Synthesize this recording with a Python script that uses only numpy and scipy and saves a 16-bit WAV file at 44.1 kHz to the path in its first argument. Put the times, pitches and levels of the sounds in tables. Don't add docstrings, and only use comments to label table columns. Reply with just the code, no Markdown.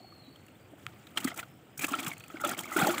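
import sys
import numpy as np
from scipy import signal
from scipy.fft import rfft, irfft
from scipy.io import wavfile

SR = 44100
rng = np.random.default_rng(int(sys.argv[2]) if len(sys.argv) > 2 else 0)


def volts_from_decibels(level):
    exponent = np.asarray(level, float) / 20
    return 10 ** exponent


def dump(signal):
    limited = np.clip(np.atleast_2d(signal).T, -1, 1)
    pcm = np.round(limited * 32767).astype(np.int16)
    wavfile.write(sys.argv[1], SR, pcm)


N = 132300

# start in seconds, peak in dB, bubble pitch in Hz, spray in dB, burst in seconds.
FIRST_SLAPS = [(1.1725, -13, 3056, -13.5, 0.0032), (1.199, -44, 1460, 8, 0.005),
               (1.243, -25, 4350, -1.5, 0.0024), (1.272, -22, 1956, -13, 0.0057),
               (1.316, -34, 1390, -24, 0.002), (1.341, -42.5, 1300, -1, 0.0025),
               (1.374, -36.5, 1430, 5.5, 0.0023), (1.391, -25, 2450, -11.5, 0.0039),
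               (1.428, -32.5, 1396, -20, 0.0038), (1.774, -44.5, 1500, 11, 0.0033),
               (1.792, -24, 2355, -6, 0.0026), (1.808, -22.5, 2410, -6, 0.013),
               (1.833, -22, 1630, -28, 0.0047), (1.842, -12.5, 2490, -14, 0.0031),
               (1.88, -27, 1135, -7, 0.0059), (1.934, -20.5, 2460, -32, 0.0017),
               (1.937, -19.5, 1330, -30, 0.0037), (1.986, -20.5, 2350, -15, 0.0062),
               (2.029, -26, 3270, -17, 0.0045), (2.063, -20, 2760, -11, 0.0041),
               (2.087, -40, 1222, 2, 0.0018), (2.114, -26, 2150, -19.5, 0.0037)]
# start in seconds, peak in dB, bubble pitch in Hz, spray in dB,
# burst in seconds.
LAST_SLAPS = [(2.369, -33, 2180, -37, 0.0024), (2.399, -35, 1370, -8, 0.0039),
              (2.436, -20, 1276, -37, 0.012), (2.445, -22, 1330, -25, 0.0027),
              (2.571, -35.5, 3060, -4, 0.011), (2.59, -22, 3150, -3, 0.0015),
              (2.633, -32.5, 2060, -3, 0.0018), (2.716, -28, 1244, -8.5, 0.015),
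              (2.763, -16.5, 1415, -12, 0.0046), (2.789, -23.5, 840, -3, 0.0028),
              (2.814, -22, 778, -36, 0.023), (2.868, -15.5, 837, -9, 0.0024), (2.901, -24, 1390, -7, 0.013),
              (2.98, -17.5, 2010, -9.5, 0.0022)]
# start in seconds, peak in dB, pitch in Hz, spray in dB.
DRIPS = [
    (0.358, -43.5, 3130, -16),
    (0.465, -57, 2060, -17),
    (0.4818, -45, 2750, -9.5),
    (1.0687, -36.5, 3690, -14),
    (2.1327, -33.5, 2110, -11),
    (2.168, -39, 2580, -16),
    (2.205, -36, 2530, -19),
    (2.2377, -35, 2600, -15),
    (2.3007, -36, 1270, -34),
    (2.698, -35, 1450, -29),
]
DRIP_BURST_S = 0.0023


def slaps(rows):
    out, t = np.zeros(N), np.arange(SR // 10) / SR
    mids = signal.butter(4, [900, 3700], "band", fs=SR, output="sos")
    tops = signal.butter(3, 5000, "high", fs=SR, output="sos")
    ring_cycles, spray_stretch, body_db, extra_spray_db = 19, 1.52, -6, 5.5
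    for s, db, hz, spray_db, burst in rows:
        u = t / np.clip(burst, .0003, .02)
        grit = rng.standard_normal((3, len(t))) * u ** 0.84
        struck = peak_one(ring(grit[0] * np.exp(-u), hz, ring_cycles / hz))
        pitched = bubble(t, hz, min(7.4 * burst, 43.3 / hz), min(0.41 * burst, .002))
        tone = .5 * struck + 1.3 * pitched
        crackle = volts_from_decibels(7.2 * rng.standard_normal(len(t)))
        body = peak_one(signal.sosfilt(mids, grit[1] * np.exp(-u) * crackle))
        spray = grit[2] * grit[0] * np.exp(-2 * u / spray_stretch)
        spray = peak_one(signal.sosfilt(tops, spray))
        add(out, s, volts_from_decibels(db) * (tone + volts_from_decibels(body_db) * body + volts_from_decibels(spray_db + extra_spray_db) * spray))
    return out


def flick():
    snap, start_s, level_db = np.zeros(N), .8659, -6.5
    for lag, db in [(0, 8), (.0009, -6), (.0016, -6.5)]:
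        snap[int((start_s + lag) * SR)] = -volts_from_decibels(level_db + db)
    mids = signal.butter(3, [1200, 3200], "band", fs=SR, output="sos")
    return signal.sosfilt(mids, snap) + volts_from_decibels(-27) * np.gradient(snap)


# start in seconds, peak in dB.
SPATTER = [(0.2453, -58), (0.4075, -57), (0.464, -50), (0.6085, -60), (1.069, -50), (1.3606, -38),
           (1.482, -60), (1.538, -58), (1.8664, -26), (1.9104, -38), (1.919, -28.5), (1.952, -32.5),
           (2.0012, -26.5), (2.028, -32), (2.0452, -27), (2.0794, -22.5), (2.1281, -38), (2.1786, -38.5),
           (2.198, -39), (2.2802, -42), (2.3406, -50), (2.413, -30.5), (2.4468, -22.5), (2.4732, -24),
           (2.4923, -22.5), (2.5122, -25.5), (2.546, -39), (2.5762, -30), (2.6073, -28.5), (2.6536, -34.5),
           (2.7097, -37), (2.7252, -31.5), (2.791, -23), (2.814, -24), (2.837, -35)]


def spatter():
    out, t = np.zeros(N), np.arange(SR // 20) / SR
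    tops = signal.butter(3, 5370, "high", fs=SR, output="sos")
    u = t / 0.0018
    for s, db in SPATTER:
        hiss = signal.sosfilt(tops, rng.standard_normal(len(t))) * u * np.exp(1 - u)
        add(out, s, volts_from_decibels(db - 1) * peak_one(hiss))
    return out


# start in seconds, peak in dB, pitch in Hz.
BLIPS = [(.003, -49.5, 687), (.043, -46, 718), (.123, -46, 1170), (.553, -52.5, 3400), (2.715, -37, 794),
         (1.247, -28.5, 1220), (1.285, -30.5, 3060), (1.304, -39, 1320), (1.315, -33, 2020),
         (1.32, -41, 696), (1.379, -37, 1350), (1.398, -32, 1980), (1.94, -33, 3220), (1.949, -27, 2980),
         (2.072, -32, 1130), (2.262, -46, 2360), (2.342, -43, 600), (2.358, -35.5, 1460),
         (2.396, -36, 1940), (2.408, -33, 1320), (2.418, -28.5, 1370), (2.449, -24.5, 3370),
         (2.465, -32, 2540), (2.49, -29, 3190), (2.514, -29, 1380), (2.529, -38, 1610),
         (2.546, -32.5, 2170), (2.606, -36.5, 900), (2.641, -30, 2170), (2.654, -36, 1190),
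         (2.676, -34, 2160), (2.724, -29.5, 1960), (2.738, -30, 2000), (2.777, -20.5, 1420),
         (2.786, -21.5, 1890), (2.799, -24, 1270), (2.81, -27.5, 3220), (2.812, -21, 1440),
         (2.821, -16.5, 1380), (2.845, -19.5, 1370), (2.868, -24.5, 4330), (2.894, -28, 3350),
         (2.915, -30.5, 750), (2.94, -26, 1130), (2.992, -26, 1460)]


def blips():
    out, t = np.zeros(N), np.arange(SR // 10) / SR
    for s, db, hz in BLIPS:
        ring_s = 0.011 + 13.6 / hz
        add(out, s, volts_from_decibels(db + 7.5) * bubble(t, hz, ring_s, rise=0.0025))
    return out


# start in seconds, peak in dB, pitch in Hz, ring in seconds.
GLUGS = [(0.278, -45, 255, 0.051), (0.731, -44, 292, 0.049), (0.863, -35.5, 116, 0.047),
         (1.248, -20, 253.4, 0.045), (1.274, -27.5, 246, 0.023), (1.779, -43.5, 144, 0.075),
         (1.839, -28, 283, 0.033), (1.913, -31.5, 271, 0.066), (1.986, -33.5, 273, 0.04),
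         (2.068, -30, 160.4, 0.055), (2.341, -32.5, 305, 0.04), (2.459, -36.5, 326.6, 0.13),
         (2.579, -35, 315, 0.046), (2.761, -20, 340, 0.036), (2.782, -24, 268, 0.044),
         (2.824, -13, 179, 0.028), (2.887, -33, 344.5, 0.19)]
# start in seconds, peak in dB, pitch in Hz, ring in seconds.
PLOPS = [
    (0.735, -47.5, 617, 0.03),
    (1.919, -42, 606, 0.012),
    (2.439, -34.5, 579, 0.11),
    (2.883, -30, 622, 0.072),
]


def glugs():
    out, t = np.zeros(N), np.arange(SR // 4) / SR
    for s, db, hz, t60 in GLUGS + PLOPS:
        add(out, s, volts_from_decibels(db + 7) * bubble(t, hz, max(t60, .01), rise=0.91 / hz))
    return out


# frequency in Hz, level in dB per Hz.
WATER = [(90, 7.5), (250, 10.5), (450, -2), (1000, 5.5), (3300, 0.5), (4300, -7.5), (10500, -10),
         (15800, -7)]
# start in seconds, length in seconds, level in dB.
BOUTS = [(0.769, 0.4, -54.5), (1.156, 0.15, -39), (1.311, 0.02, -48), (1.355, 0.051, -37),
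         (1.41, 0.11, -56), (1.78, 0.13, -40.5), (1.906, 0.2, -36.5), (2.122, 0.18, -53),
         (2.29, 0.097, -48), (2.396, 0.051, -40.5), (2.439, 0.1, -32.5), (2.565, 0.044, -34),
         (2.619, 0.19, -41), (2.759, .15, -25), (2.914, 0.18, -31.5)]


def churn():
    t = np.arange(N) / SR
    swell_s, settle_db_per_s = 0.015, 900
    level = 0
    for s, length, db in BOUTS:
        settling = settle_db_per_s * np.clip(t - s - length, 0, 1)
        level = level + volts_from_decibels(db - settling) * np.clip((t - s) / swell_s, 0, 1)
    bubbles = colour(cloud(), WATER) * np.minimum(level / volts_from_decibels(-52.5), 1)
    fizz = banded(WATER, patchy_db=4, rate=47)
    spit_share = np.minimum(level / volts_from_decibels(-41), volts_from_decibels(-40) / np.maximum(level, volts_from_decibels(-35)) ** .75)
    return level * (volts_from_decibels(-6.5) * bubbles + volts_from_decibels(-8) * fizz + volts_from_decibels(-9) * spits() * spit_share)


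def cloud():
    count, ring_cycles, chirp = 3600, 28, 0.45
    out, clumps = np.zeros(N), np.cumsum(volts_from_decibels(4 * drift(30)))
    when, size, loud, glide = rng.random((count, 4)).T
    births = np.searchsorted(clumps, when * clumps[-1])
    pitches, levels = 160 * 30.15 ** size, -4.5 * np.log(0.18 + loud)
    for i, hz, db, up in zip(births, pitches, levels, glide):
        u = np.arange(int(ring_cycles / hz * SR)) * hz / SR
        shape = volts_from_decibels(db - 60 * u / ring_cycles) * (1 - np.exp(-u / 3.1))
        tone = np.sin(2 * np.pi * u * (1 + chirp * up * u / ring_cycles))
        add(out, i / SR, hz * shape * tone)
    return out


def spits():
    bursts = signal.lfilter([1], [1, -.94], np.abs(grains(rate=700, spread_db=7.0)))
    tops = signal.butter(2, 4000, "high", fs=SR, output="sos")
    return signal.sosfilt(tops, colour(bursts * rng.standard_normal(N), WATER))


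def grains(rate, spread_db):
    sizes = volts_from_decibels(spread_db * np.minimum(rng.exponential(1, N), 4)) * rng.choice([-1, 1], N)
    return sizes * (rng.random(N) < rate * volts_from_decibels(4 * drift(25)) / SR)


# pitch in Hz, width in Hz, gain in dB.
BASIN = [(321, 76, 9), (690, 336, 8), (989, 210, -7), (1330, 155, 6), (2270, 315, 2.5), (3270, 165, 3),
         (7550, 1960, 11), (15000, 710, 9)]


def basin(x, share):
    for hz, width, db in BASIN:
        r = np.exp(-np.pi * width / SR)
        poles = [1, -2 * r * np.cos(2 * np.pi * hz / SR), r * r]
        peak = signal.lfilter([(1 - r * r) / 2, 0, (r * r - 1) / 2], poles, x)
        x = x + (volts_from_decibels(share * db) - 1) * peak
    return x


# start in seconds, length in seconds, pitch in Hz,
# level in dB, trill strength (1 is full).
BIRD = [
    (-.05, .29, 4285, -61, 1),
    (0.23, 0.071, 3960, -63, 0.3),
    (0.279, 0.1, 4335, -67, 0.95),
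    (0.312, 0.052, 3980, -70, 0.2),
    (0.393, 0.15, 4350, -77.5, 1.26),
    (.585, .08, 4800, -79, 4),
    (.9, 0.089, 4800, -83, 3.9),
    (1.465, .09, 5300, -80, 3.93),
    (1.687, 0.079, 5000, -85, 0.8),
    (2.026, 0.24, 4320, -68.5, 2.5),
]


def birds():
    out, t = np.zeros(N), np.arange(N) / SR
    trill_hz, swing_hz, edge_s = 66.45, 57.4, 0.0084
    wobble = np.cumsum(trill_hz * (1 + 0.098 * drift(22.0))) * 2 * np.pi / SR
    for s, length, hz, db, trill in BIRD:
        shape = np.clip(np.minimum(t - s, s + length - t) / edge_s, 0, 1)
        pitch = hz + trill * (swing_hz * np.sin(wobble) + 45 * drift(24.9))
        throb = 1 + min(trill, 1) * np.cos(wobble)
        out += volts_from_decibels(db) * shape * throb * np.sin(np.cumsum(pitch) * 2 * np.pi / SR)
    echo_t = np.arange(SR // 3) / SR
    echoes = rng.standard_normal(SR // 3) * volts_from_decibels(-60 * echo_t / .3)
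    return out + volts_from_decibels(-28.5) * signal.fftconvolve(out, echoes)[:N]


# frequency in Hz, level in dB per Hz.
AIR = [(115, 1.5), (850, -17), (3100, -22), (4300, -34), (6300, -38), (8200, -32.5), (10500, -40.5),
       (15800, -31.5)]


def open_air():
    return volts_from_decibels(-55.5) * banded(AIR, patchy_db=1.95, rate=54)


def rms_one(x):
    return x / np.sqrt(np.mean(x ** 2) + 1e-20)


def peak_one(x):
    return x / np.abs(x).max()


def add(out, s, x):
    i = int(max(s, 0) * SR)
    out[i:i + len(x)] += x[:N - i]


def drift(rate):
    r = np.exp(-80 * np.pi * rate / SR)
    slow = signal.lfilter([1], [1, -2 * r, r * r], rng.standard_normal(N // 40 + 2002))[2000:]
    return np.interp(np.arange(N) / 40, np.arange(len(slow)), rms_one(slow))


def ring(x, hz, t60):
    r, w = volts_from_decibels(-60 / (t60 * SR)), 2 * np.pi * hz / SR
    return signal.lfilter([0, np.sin(w)], [1, -2 * r * np.cos(w), r * r], x + 1e-18)


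def bubble(t, hz, t60, rise):
    tone = np.sin(2 * np.pi * hz * t * (1 + 0.06 * t / t60))
    return tone * (1 - np.exp(-(t / rise) ** 2)) * volts_from_decibels(-60 * t / t60)


def colour(x, spectrum):
    hz, db = np.transpose(spectrum)
    f = np.maximum(np.arange(N // 2 + 1) * SR / N, 1)
    gain = volts_from_decibels(np.interp(np.log(f), np.log(hz), db))
    return rms_one(irfft(rfft(x) * gain, N))


def banded(spectrum, patchy_db, rate):
    out, together, edges = 0, drift(rate), 30 * 2 ** np.arange(0, 9.6, .5)
    white = rng.standard_normal((2, N))
    for k, (low, high) in enumerate(zip(edges, edges[1:])):
        sos = signal.butter(2, [low, min(high, 21000)], "band", fs=SR, output="sos")
        band = signal.sosfilt(sos, white[k % 2])
        out = out + volts_from_decibels(patchy_db * (0.2 * together + drift(rate))) * band
    return colour(out, spectrum)


def scene():
    drips = [(*drip, DRIP_BURST_S) for drip in DRIPS]
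    water = churn() + flick() + slaps(FIRST_SLAPS + LAST_SLAPS + drips)
    splashing = volts_from_decibels(-6) * basin(water, 1) + volts_from_decibels(-5) * basin(spatter(), 0.84)
    mix = splashing + glugs() + blips() + birds() + basin(open_air(), 0.46)
    return mix[None]


def low_pass(x):
    return signal.sosfilt(signal.butter(12, 16860, fs=SR, output="sos"), x)


def record(dry):
    x = signal.sosfilt(signal.butter(5, 88, "high", fs=SR, output="sos"), dry)
    x = signal.sosfilt(signal.cheby2(20, 60, 15980, fs=SR, output="sos"), x)
    return low_pass(x)


dry = scene()
out = record(dry)
dump(out)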